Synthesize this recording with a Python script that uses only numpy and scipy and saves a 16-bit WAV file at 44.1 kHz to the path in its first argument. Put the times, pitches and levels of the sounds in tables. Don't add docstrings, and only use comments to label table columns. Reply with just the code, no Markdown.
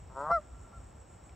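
import sys
import numpy as np
from scipy import signal
from scipy.fft import rfft, irfft, next_fast_len
from scipy.io import wavfile
from scipy.ndimage import map_coordinates

SR = 44100
rng = np.random.default_rng(int(sys.argv[2]) if len(sys.argv) > 2 else 0)


def generate_wav(signal):
    frames = np.transpose(np.atleast_2d(signal))
    scaled = np.clip(frames, -1, 1) * 32767
    pcm = np.round(scaled).astype(np.int16)
    wavfile.write(sys.argv[1], SR, pcm)


N = 59535
TIME = np.arange(N) / SR


def amp(db):
    return 10 ** (np.asarray(db) / 20)


def unit(x):
    return x / np.sqrt(np.mean(x ** 2) + 1e-20)


def along(points, hz):
    f, v = np.transpose(points)
    return np.interp(np.log(hz + 1), np.log(f + 1), v)


def curves(rows):
    seconds, *columns = np.transpose(rows)
    return [np.interp(TIME, seconds, column) for column in columns]


def wobble(rate):
    return map_coordinates(rng.standard_normal(int(N * rate / SR) + 4), [TIME * rate])


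def filtered(x, response):
    size = next_fast_len(N + SR // 2)
    return irfft(rfft(x, size) * response(np.fft.rfftfreq(size, 1 / SR)), size)[..., :N]


def ring(spectrum, size=4096):
    cepstrum = irfft(np.log(amp(along(spectrum, np.fft.rfftfreq(size, 1 / SR)))))
    cepstrum[1:size // 2] *= 2
    cepstrum[size // 2 + 1:] = 0
    impulse = irfft(np.exp(rfft(cepstrum)))
    return impulse / np.linalg.norm(impulse)


def rush(colour, width):
    mid, side = filtered(rng.standard_normal((2, N)),
                         lambda hz: amp(along(colour, hz) + np.outer([0, 1], along(width, hz))))
    return unit(np.array([mid + side, mid - side]))


def scatter(t60_s):
    return unit(rng.standard_normal(N) * amp(-60 * TIME / t60_s)) / np.sqrt(N)


def rumble():
    # time in seconds, level in dB.
    swells = [(0.0, -47), (0.314, -56.5), (0.356, -49.5), (0.47, -58), (0.492, -49.5), (0.65, -48.5),
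              (0.706, -65.5), (0.782, -47), (1.07, -55), (1.154, -52), (1.184, -56.5), (1.35, -51.5)]
    # frequency in Hz, relative level in dB.
    colour = [(20, -19), (35, -16.5), (50, 2.5), (61, 6.5), (74, 0), (100, -1.5), (140, -13), (220, -21),
              (500, -42.5), (2000, -120)]
    # frequency in Hz, side over mid in dB.
    width = [(40, -20), (100, -18.5)]
    level_db, = curves(swells)
    return amp(level_db) * rush(colour, width)


def air(level_db=-57.5, swell_db=1):
    # frequency in Hz, relative level in dB.
    colour = [(60, -12), (170, 0), (400, -5), (850, -7.5), (1400, -14), (2000, -18.5), (3000, -23),
              (4300, -29), (5000, -33.5), (5550, -20.5), (6300, -33), (8000, -25.5), (9000, -69),
              (10500, -52.5), (12000, -36.5), (13800, -52.5), (15500, -41.5)]
    # frequency in Hz, side over mid in dB.
    width = [(250, -12.5), (520, -2.5), (880, 1.5), (1500, -6.5), (2600, -39), (3700, -36), (4900, 5),
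             (6300, -22), (9000, -16), (12000, 9)]
    return amp(level_db + swell_db * wobble(4)) * rush(colour, width)


def insects(pulse_hz=107.3, pulse_db=2.5, uneven=.14):
    # time in seconds, level in dB about which the pulses swing.
    chorus = [(0.0, -67), (0.096, -73), (0.202, -63.5), (0.25, -69.5), (0.578, -70), (0.616, -64),
              (0.736, -74.5), (0.744, -67.5), (0.912, -68), (0.942, -73.5), (1.014, -65.5), (1.036, -72.5),
              (1.128, -65), (1.232, -73.5), (1.24, -64.5), (1.35, -72.5)]
    # frequency in Hz, relative level in dB.
    colour = [(3000, -88), (5500, -47), (6600, -12), (7200, -3.5), (7800, 1), (8300, -5), (8700, -23.5),
              (9200, -48.5), (11000, -93)]
    # frequency in Hz, side over mid in dB.
    width = [(6500, -25.5), (8000, -6.5)]
    level_db, = curves(chorus)
    strokes = np.sin(2 * np.pi * np.cumsum(pulse_hz * (1 + uneven * wobble(45))) / SR)
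    return amp(level_db + pulse_db * strokes) * rush(colour, width)


def croak(start_s=.092, jitter_s=.00003, spread_db=.86, tighten_s=.2397, tighten_length_s=.033):
    # time in seconds, pulse rate in Hz, level into the throat in dB.
    syrinx = [(.085, 130.2, -64), (.12, 128.7, -57), (.142, 132.7, -59), (.165, 133.1, -42.5),
              (.205, 139.6, -37.5), (.23, 145.7, -38.5), (.25, 150.1, -39), (.278, 156.6, -34),
              (.294, 159.8, -38), (.3, 238.2, -38), (.306, 181.2, -27), (.313, 159.8, -28),
              (.32, 170.5, -35.5), (.331, 169, -59.5), (.35, 176.8, -80)]
    # frequency in Hz, relative gain in dB.
    loose_throat = [(60, -34.5), (140, -9), (280, -13.5), (420, -7), (570, 2.5), (720, -7), (880, 1),
                    (1010, 1), (1140, -3.5), (1390, -1), (1530, -9.5), (1680, -29.5), (1900, -22.5),
                    (2300, -43.5), (5500, -42), (9000, -75)]
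    tight_throat = [(60, -30), (160, -10.5), (310, -29), (480, -12.5), (630, -7), (800, 0), (970, 0),
                    (1080, -0.5), (1170, 5), (1280, -4.5), (1400, -6.5), (1560, -10), (1750, -26.5),
                    (1950, -24.5), (2300, -49), (5500, -62), (9000, -81.5)]
    rate_hz, level_db = curves(syrinx)
    cycles = np.cumsum(rate_hz * (TIME > start_s)) / SR
    last_cycle = np.interp(syrinx[-1][0], TIME, cycles)
    pulse_s = np.interp(np.arange(1, last_cycle), cycles, TIME)
    slip, strength = rng.standard_normal((64, 2))[:len(pulse_s)].T
    at = np.round((pulse_s + jitter_s * slip) * SR).astype(int)
    pulses = np.bincount(at, amp(level_db[at] + spread_db * strength) * np.sqrt(SR / rate_hz[at]), N)
    rasp_db = level_db - 10 + .52 * (level_db - level_db.max())
    rasp = amp(rasp_db) * rng.standard_normal(N) * (1 + np.cos(2 * np.pi * cycles))
    source = pulses + rasp
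    tightness = np.clip((TIME - tighten_s) / tighten_length_s, 0, 1)
    return (throat(source * (1 - tightness), loose_throat, rebound_s=.003106)
            + throat(source * tightness, tight_throat, rebound_s=.0017))


def throat(source, resonances, rebound_s, rebound_db=-8.5):
    doubled = filtered(source, lambda hz: 1 + amp(rebound_db) * np.exp(-2j * np.pi * hz * rebound_s))
    return signal.fftconvolve(doubled, ring(resonances))[:N]


def honk(jitter=.0025, shimmer_db=.15, flutter_db=4, fade_db_per_s=190):
    # time in seconds, pitch in Hz, level in dB, lift of the overtones in dB.
    contour = [(.293, 655.8, -53.5, -16), (.299, 683, -31, -14), (.309, 675, -33.5, 0),
               (.32, 679, -26.5, 1), (.337, 690.4, -27.5, -1), (.352, 681.5, -30, 2.5),
               (.369, 653, -31.5, 1), (.385, 606, -36.5, -2), (.397, 600.7, -44.5, -17.5),
               (.408, 591, -56.5, -24), (.43, 595, -72, -24)]
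    # multiple of the pitch, relative level in dB.
    partials = [(1, -1.5), (2, 0.5), (3, -23), (4, -42), (5, -52.5), (6, -43), (7, -46), (8, -41.5),
                (9, -52)]
    pitch_hz, level_db, bright_db = curves(contour)
    unsteady_hz = pitch_hz * (1 + jitter * wobble(300))
    phase = 2 * np.pi * np.cumsum(unsteady_hz * (TIME > contour[0][0])) / SR
    fade_db = fade_db_per_s * np.maximum(TIME - TIME[np.argmax(pitch_hz)], 0)
    tone = np.zeros(N)
    for multiple, db in partials:
        upper_db = flutter_db * wobble(70) - fade_db
        tone += amp(db + bright_db * (multiple > 1) + upper_db * (multiple > 3)) * np.sin(multiple * phase)
    return np.sqrt(2) * tone * amp(level_db + shimmer_db * wobble(200)) * (TIME < contour[-1][0])


def voice_break(peak_s=.318, width_s=.0054, peak_db=-60):
    # frequency in Hz, relative level in dB.
    colour = [(1500, -26), (2400, 0), (3400, -9.5), (4600, 2.5), (5500, -0.5), (6200, -5.5), (7500, -26),
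              (12000, -23.5), (15000, -44)]
    hiss = unit(filtered(rng.standard_normal(N), lambda hz: amp(along(colour, hz))))
    return amp(peak_db) * hiss * np.exp(-.5 * ((TIME - peak_s) / width_s) ** 2)


def far_bank(call, woods_db=-33.5, smear_db=-10.5):
    # one group's delay in seconds, its gain in dB before colouring.
    echoes = [(.23, -40), (.33, -44.5), (.415, -34), (.65, -45)]
    # frequency in Hz, gain in dB.
    colour = [(200, -24), (680, -6), (1000, -6), (1370, 1), (2200, 4), (6000, -17)]
    answer = amp(woods_db) * scatter(t60_s=4.1)
    for delay_s, db in echoes:
        echo = amp(smear_db) * scatter(t60_s=.094)
        echo[0] += 1
        start = round(delay_s * SR)
        answer[start:] += amp(db) * echo[:N - start]
    return filtered(signal.fftconvolve(call, answer)[:N], lambda hz: amp(along(colour, hz)))


def tick(start_s=1.2935, ring_hz=2340, ring_db=-53, t60_s=.019):
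    age = np.maximum(TIME - start_s, 0)
    crack = unit(filtered(rng.standard_normal(N), lambda hz: 1 / (1 + (hz / 4000) ** 4)))
    body = np.sin(2 * np.pi * ring_hz * age) + amp(-5) * crack
    return body * amp(ring_db - 60 * age / t60_s) * (age > 0)


def slightly_left(call, lead_s=.000015):
    # frequency in Hz, left over right in dB.
    pan = [(300, 0.9), (600, -0.1), (950, 3.7), (1500, 0), (2700, -0.8)]
    sides = np.array([[.5], [-.5]])
    return filtered(call, lambda hz: amp(sides * along(pan, hz)) * np.exp(2j * np.pi * hz * sides * lead_s))


def scene():
    call = croak() + voice_break() + honk()
    return slightly_left(call) + far_bank(call) + rumble() + air() + insects() + tick()


def record(dry):
    return filtered(dry, lambda hz: hz < 15750)


dry = scene()
out = record(dry)
generate_wav(out)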